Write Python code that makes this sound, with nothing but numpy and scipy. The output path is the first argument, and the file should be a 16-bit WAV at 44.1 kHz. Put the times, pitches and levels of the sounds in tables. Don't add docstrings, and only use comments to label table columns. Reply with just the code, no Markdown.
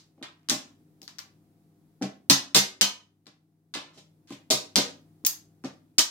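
import sys
import numpy as np
from scipy import signal
from scipy.fft import rfft, irfft
from scipy.io import wavfile

SR = 44100
rng = np.random.default_rng(int(sys.argv[2]) if len(sys.argv) > 2 else 0)


def invert_db(level):
    return 10 ** (np.asarray(level, dtype=float) / 20)


def output_pcm(signal):
    pcm = np.clip(np.atleast_2d(signal).T, -1, 1) * 32767
    wavfile.write(sys.argv[1], SR, np.round(pcm).astype(np.int16))


N = 269010
LEAD = 4410
HZ = np.fft.rfftfreq(N + LEAD, 1 / SR)
LEFT_RIGHT = np.array([[1], [-1]])


# (start [s], room share [dB], knock [dB], rattle [dB], edge treble [dB])
MOVES = [(-.04, -5, -9.5, -2.5, -24.5), (0.171, 0.5, 1.5, -9, -30), (0.479, -1.5, -8.5, -3, -14.5),
         (1.011, .5, -18, -8, -9), (1.071, 1.5, -7, -9, -20), (1.179, -2.5, -5, -7.5, -12.5),
         (2.011, -2, 1.5, -6, -22), (2.29, 1, -10, -3, -13), (2.538, -1, -7.5, -0.5, -9.5),
         (2.804, -4.5, -6, -1.5, -12), (3.22, 3, -5, -11.5, -30.5), (3.73, 1.5, -2.5, -8.5, -37.5),
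         (3.919, 4, -4, 2, -24), (4.269, 1.5, -3.5, -3.5, -18), (4.493, 0, -10, 1.5, -11.5),
         (4.75, 0.5, -9.5, -6, -20), (5.241, -2.5, -17, -10, -18), (5.259, -6.5, -17.5, -9, 1.5),
         (5.635, 6.5, -3.5, -8.5, -27), (5.973, -3.5, -10, -2, -14.5)]
# (start [s], end [s])
ASIDE_SPANS = [(1.0, 1.3), (3.2, 3.4)]


def pieces():
    pan_scatter_db, aside_db, late_wet_db = 2.5, 6.5, -1.6
    port_delay_s = 8e-5
    near, far = np.zeros((2, N + LEAD)), np.zeros(N + LEAD)
    moves = np.array(MOVES)
    for s, db, hz in contacts():
        start, wet_db, *layers_db, treble_db = moves[np.searchsorted(moves[:, 0], s) - 1]
        late = np.clip((s - start - .012) / 0.018, 0, 1)
        db -= 4.0 * late
        db -= gain_db(s)
        mix = invert_db(np.array([0, *layers_db, 0]))
        noise = rng.standard_normal((2, 3, 512))
        aside = any(a < s < b for a, b in ASIDE_SPANS)
        pan_db = pan_scatter_db * noise[1, 0, 0] + aside_db * aside
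        left, spread = clack(hz, treble_db, noise[0] + .6 * noise[1])
        right, _ = clack(hz, treble_db, noise[0] - .6 * noise[1])
        peak = max(1, invert_db(treble_db))
        left, right = (mix @ v / abs(mix @ v).max() * peak for v in (left, right))
        add(near[0], s, invert_db(db + pan_db / 2) * left)
        add(near[1], s + port_delay_s, invert_db(db - pan_db / 2) * right)
        polarity = np.sign(noise[0, 0, 0])
        add(far, s, invert_db(db + wet_db + late_wet_db * late) * polarity * mix @ spread)
    return near, far


def clack(hz, treble_db, noise):
    contact_s = .0002
    size = noise.shape[-1]
    t = np.arange(size) / SR
    piece = ring(hz, .0045, size) + invert_db(-8) * ring(1.4 * hz, .003, size)
    knock = unit(band(noise[0], 1700, 0.45)) * np.exp(-t / 0.001)
    rattle = unit(band(noise[1], 4800, .6)) * np.exp(-t / .0007)
    sing = np.clip((treble_db + 10) / 14, 0, 1.5) * ring(15300, .005, size)
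    edge = unit(band(noise[2], 12500, .3)) * np.exp(-t / .0004)
    near = np.array([piece, invert_db(-10) * knock, invert_db(2.5) * rattle, invert_db(treble_db) * (edge + 1.8 * sing)])
    near = near * (1 - np.exp(-(t / contact_s) ** 2))
    far = [invert_db(-8.5) * tick(hz, 0.28),
           invert_db(3.5) * tick(1600, 0.82),
           invert_db(6) * tick(5010, 0.62),
           invert_db(treble_db + 3.0) * tick(13000, 0.22)]
    return near, np.array(far)


# (touch [s], slap delay [ms], touch level [dB], slap level [dB], piece ring [Hz])
LANDINGS = [(0.2264, 3.8, -31, -29, 3700), (0.4874, 9.6, -24, -10, 4900), (0.5043, 6.5, -13, -19, 6500),
            (1.0174, 12.8, -41, -40, 5000), (1.0784, 3, -35, -50, 4800), (1.1852, 5.1, -34, -31, 4700),
            (2.0232, 4.6, -28, -28, 5500), (2.2984, 3.1, -4, -6.5, 4300), (2.546, 2.1, -16, -6, 3800),
            (2.5582, 5.7, -7, -3, 5200), (2.8111, 4, -8, -6, 4100), (3.2583, 9.2, -55, -39, 4200),
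            (3.7389, 2.6, -29, -26, 3600), (3.7504, 11.2, -27, -27, 3650), (3.9762, 3, -44, -58, 3100),
            (4.3055, 18, -40, -36, 2700), (4.5032, 4.7, -20, -9, 4600), (4.7576, 4.5, -8, -9, 5000),
            (4.7771, 8, -12, -13, 5100), (5.2496, 3.1, -14, -21, 6500), (5.2632, 4.4, -15, -11.5, 6200),
            (5.6459, 3, -37, -50, 5000), (5.9824, 2.9, -10, -4, 4950), (5.9922, 16, -5, -13, 5400)]
# (delay [ms], level under the slap [dB])
ROCKS = [(3.2, -5), (11, -8)]
# (time [s], peak level [dB], ring [Hz])
REBOUNDS = [
    (-.03, -34, 4540),
    (2.0163, -45, 1505),
    (5.6392, -42, 1460),
    (5.2655, -9, 6800),
    (0.4889, -28, 3100),
]
# (start [s], end [s], level [dB], ring [Hz])
SCRAPES = [
    (2.299, 2.306, -19, 4400),
    (4.272, 4.33, -46.5, 3500),
    (4.5, 5.9, -72, 2700),
    (2.55, 2.585, -22, 3900),
    (0.08, 0.49, -65.5, 2000),
    (3.74, 3.775, -44, 4400),
    (4.502, 4.508, -23, 6800),
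           (3.935, 3.985, -57, 4500)]


def contacts():
    ring_scatter = .13
    rows = list(REBOUNDS)
    for s, slap_ms, touch_db, slap_db, hz in LANDINGS:
        steps = [(0, touch_db), (slap_ms, slap_db)]
        steps += [(slap_ms + ms, slap_db + db) for ms, db in ROCKS]
        after_touch = np.arange(len(steps)) > 0
        rings = hz * (1 + ring_scatter * rng.standard_normal(len(steps)) * after_touch)
        rows += [(s + ms / 1000, db, f) for (ms, db), f in zip(steps, rings)]
    for s0, s1, db, hz in SCRAPES:
        for a, b, c in rng.random((60, 3)):
            rows.append((s0 + (s1 - s0) * a, db - 10 * b - 8 * (1 - a), hz * (0.45 + c)))
    return rows


# (time [s], force [dB], hollow middle [dB], near the frame [dB], hardness [dB])
THUDS = [(0.178, -54, -7, -5, -12), (0.214, -39.5, -10, -10, -12), (0.491, -37, 1, -12, 0),
         (0.514, -26, -8, -13, -12), (0.544, -36, -10.5, -13, -0.5), (1.019, -54, 4, -5, -7),
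         (2.013, -24.5, -12.5, -9, -24), (2.022, -39.5, 17, -5, 1), (2.037, -32, -0.5, -4, -14),
         (2.3, -21.5, 2.5, -11, -6), (2.55, -25.5, 12, 0, 7), (2.563, -41, 15, 10, 7.5),
         (2.811, -35, 6, -1, -4), (3.265, -51.5, -1, -10, -11), (3.752, -36, -8, -7, 1),
         (3.969, -52, -1.5, -4, -20), (4.306, -34.5, -4.5, -12, -7), (4.503, -28, -17, 2, -22),
         (4.524, -30.5, 2, -5, 3), (4.757, -34, 12, 5, 3), (4.779, -21.5, -14.5, -5, -24),
         (5.238, -54.5, 8, -18, -12), (5.641, -28, -8, -10, -8), (5.982, -29.5, -12, -12, -26)]
# (frequency [Hz], level [dB], t60 [s])
BOARD = [
    [(197, -.5, .2)],
    [(137.6, 5, 0.2), (62, 1, 0.27)],
    [(253.2, 2, 0.09), (279.2, 4.5, 0.115), (325, 3.5, 0.075)],
    [(385, 3.5, 0.085), (464, 2.5, .07), (519.4, 0, 0.1), (605.2, 1, 0.11), (660, -3, 0.09), (776, 0, 0.09)],
    [(960, -1.5, 0.01), (1047, -0.5, 0.029), (1160, 2, 0.016), (1390, 0, .06)],
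]
# (level [dB], middle share [1], frame share [1], hardness share [1])
ANSWERS = [
    (0, 1, 0, 0),
    (-9.5, .6, 0, 0.019),
    (0.5, 0.036, 0, 0),
    (0, 0, 0.94, 0),
    (0, 0, 0, 1),
]


def board():
    size = 20000
    t = np.arange(size) / SR
    out = np.zeros(N + LEAD)
    for s, force_db, *place_db in THUDS:
        levels_db = [force_db + db + np.dot(shares, place_db) for db, *shares in ANSWERS]
        modes = [(level + db, hz, t60) for level, group in zip(levels_db, BOARD) for hz, db, t60 in group]
        chance = rng.standard_normal((15, 2))
        for (db, hz, t60), (a, b) in zip(modes, chance):
            sound = ring(hz * (1 + 0.022 * b), t60, size)
            sound *= 1 - np.exp(-t * hz * 0.76)
            add(out, s, invert_db(db - gain_db(s) + 1.8 * a) * sound)
    return signal.sosfilt(signal.butter(2, 120, "high", fs=SR, output="sos"), out)


# (time [s], ring [Hz], level [dB], t60 [s])
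NEIGHBOURS = [(.497, 4540, -32, 0.031), (.504, 3490, -36, 0.015), (1.019, 4500, -56, 0.011),
              (1.19, 4370, -57, 0.0087), (2.299, 4840, -18.5, 0.02), (2.302, 3673, -20, 0.023),
              (2.302, 6520, -21.5, 0.024), (2.553, 6255, -21, 0.034), (2.549, 2110, -23, 0.087),
              (2.564, 3575, -24.5, 0.022), (2.815, 3046, -19.5, 0.034), (2.815, 4253, -23, 0.034),
              (2.815, 6180, -24, 0.039), (3.742, 3550, -39, 0.028), (4.508, 5380, -21.5, .03),
              (4.511, 3880, -32, 0.017), (4.762, 4940, -33, .03), (4.767, 6600, -28, 0.02),
              (5.264, 5020, -25, 0.008), (5.266, 6280, -21, 0.015), (5.986, 3056, -25, .02),
              (5.986, 4270, -27, 0.036)]


def neighbours():
    out = np.zeros(N + LEAD)
    for s, hz, db, t60 in NEIGHBOURS:
        add(out, s, invert_db(db - gain_db(s)) * ring(hz, t60, size=4000))
    return out


# (centre [Hz], level [dB], t60 [s])
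ROOM = [(125, -45, 0.15), (250, -36.5, 0.69), (506, -22.5, .35), (976, -24.5, 0.33), (1940, -31.5, 0.32),
        (3260, -28, 0.29), (5150, -30.5, 0.25), (7340, -29.5, 0.27), (10326, -34, 0.18),
        (15700, -25.5, 0.19)]


def room(x):
    size, build_s = 26000, .0035
    out = np.zeros((2, len(x)))
    t = np.arange(size) / SR
    mid, side = rng.standard_normal((2, 2 * size))
    bands = [band(mid + np.clip(hz / 900, 0, 1) * side * LEFT_RIGHT, hz, 0.43) for hz, _, _ in ROOM]
    build = 1 - np.exp(-(t / build_s) ** 2)
    fades = [invert_db(db) * np.exp(-np.log(1000) * t / t60) * build for _, db, t60 in ROOM]
    starts = [move[0] for move in MOVES] + [N / SR]
    places = rng.integers(0, size, len(MOVES))
    for s0, s1, place in zip(starts, starts[1:], places):
        response = sum(pair[:, place:place + size] * fade for pair, fade in zip(bands, fades))
        sent = x[None, int(s0 * SR) + LEAD:int(s1 * SR) + LEAD]
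        add(out, s0, signal.fftconvolve(sent, response, axes=1))
    return out


HUM_HZ = [100, 158.3, 200.5, 247.5, 298, 316.6, 397.4, 500, 542.7, 691.4, 799.6]
# (level [dB rms], width [Hz])
HUM = [(-70, 1.2), (-66, 2.2), (-75, 4), (-74.5, 6), (-70.5, 4.3), (-72.5, 4), (-82, 4), (-86.5, 3),
       (-89, 3), (-85, 3), (-91.5, 3)]


def refrigerator():
    size = N + LEAD
    t = np.arange(size) / SR
    out = np.zeros((2, size))
    for hz, (db, width_hz) in zip(HUM_HZ, HUM):
        resonance = 1 + ((HZ - hz) / width_hz) ** 2
        waver = unit(irfft(rfft(rng.standard_normal(size)) / resonance, size))
        steady = np.sqrt(2) * np.sin(2 * np.pi * hz * t)
        out += invert_db(db) * (.9 * steady + .4 * waver) * invert_db(1.5 * LEFT_RIGHT)
    return out


# (frequency [Hz], density [dB per Hz])
AIR = [(15, -49), (25, -23.5), (48, -12), (79, -12), (162, 1), (238, -8.5), (306, -2), (468, -14),
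       (612, -22), (687, -17.5), (1030, -25.5), (2500, -37), (3250, -68), (5500, -120)]
# (frequency [Hz], density [dB per Hz])
HISS = [(600, -11.5), (1500, -3.5), (4000, -1), (7000, -3), (11000, -1.5), (15500, -1.5)]


def background():
    air = noise_of(AIR, -66.5)
    hiss = noise_of(HISS, -78.5)
    return air + hiss + refrigerator()


def noise_of(points, db):
    top_hz = 15900
    hz, colour_db = np.transpose(points)
    colour = invert_db(np.interp(np.log(HZ + 1), np.log(hz), colour_db)) * (HZ < top_hz)
    mid, side = rfft(rng.standard_normal((2, N + LEAD))) * colour
    wide = np.clip(HZ / 1200, .25, 1)
    return invert_db(db) * unit(irfft(mid + wide * side * LEFT_RIGHT, N + LEAD))


# (time [s], level [dB])
GAIN = [(0, -3), (.45, -3.5), (.8, 0.5), (2.0, -0.5), (2.6, -4.5), (3.0, -7.5), (3.75, -7.5), (3.95, -2.5),
        (4.3, -2), (4.9, 2.5), (5.4, 0), (5.9, -1.5), (6.1, -6.5)]


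def gain_db(s):
    return np.interp(s, *np.transpose(GAIN))


def band(x, hz, octaves):
    f = np.maximum(np.fft.rfftfreq(x.shape[-1], 1 / SR), 1)
    bell = np.exp(-.5 * (np.log2(f / hz) / octaves) ** 2)
    return irfft(rfft(x) * bell, x.shape[-1])


def unit(x):
    return x / np.sqrt(np.mean(x ** 2))


def ring(hz, t60, size):
    t = np.arange(size) / SR
    return np.sin(2 * np.pi * hz * t) * np.exp(-np.log(1000) * t / t60)


def tick(hz, octaves, size=512):
    click = band(np.arange(size) == 22., hz, octaves)
    return click / abs(click).max()


def add(track, s, sound):
    i = int(s * SR) + LEAD
    n = min(sound.shape[-1], track.shape[-1] - i)
    track[..., i:i + n] += sound[..., :n]


def scene():
    direct_db = 6.5
    near, far = pieces()
    thuds = board()
    echoes = room(far + neighbours() + invert_db(-12) * thuds)
    hits = invert_db(direct_db) * near + thuds * invert_db(.7 * LEFT_RIGHT) + echoes
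    deep_cut = signal.butter(2, 90, "high", fs=SR, output="sos")
    heard = (signal.sosfilt(deep_cut, hits) + background())[:, LEAD:]
    return heard * invert_db(gain_db(np.arange(N) / SR))


def band_limit(x):
    return signal.sosfilt(signal.butter(12, 17130, fs=SR, output="sos"), x)


def record(dry):
    top = signal.ellip(6, .5, 50, 16100, fs=SR, output="sos")
    dull = signal.sosfilt(top, dry)
    rounded = dull / (1 + np.abs(dull / .93) ** 6) ** (1 / 6)
    return band_limit(rounded)


dry = scene()
out = record(dry)
output_pcm(out)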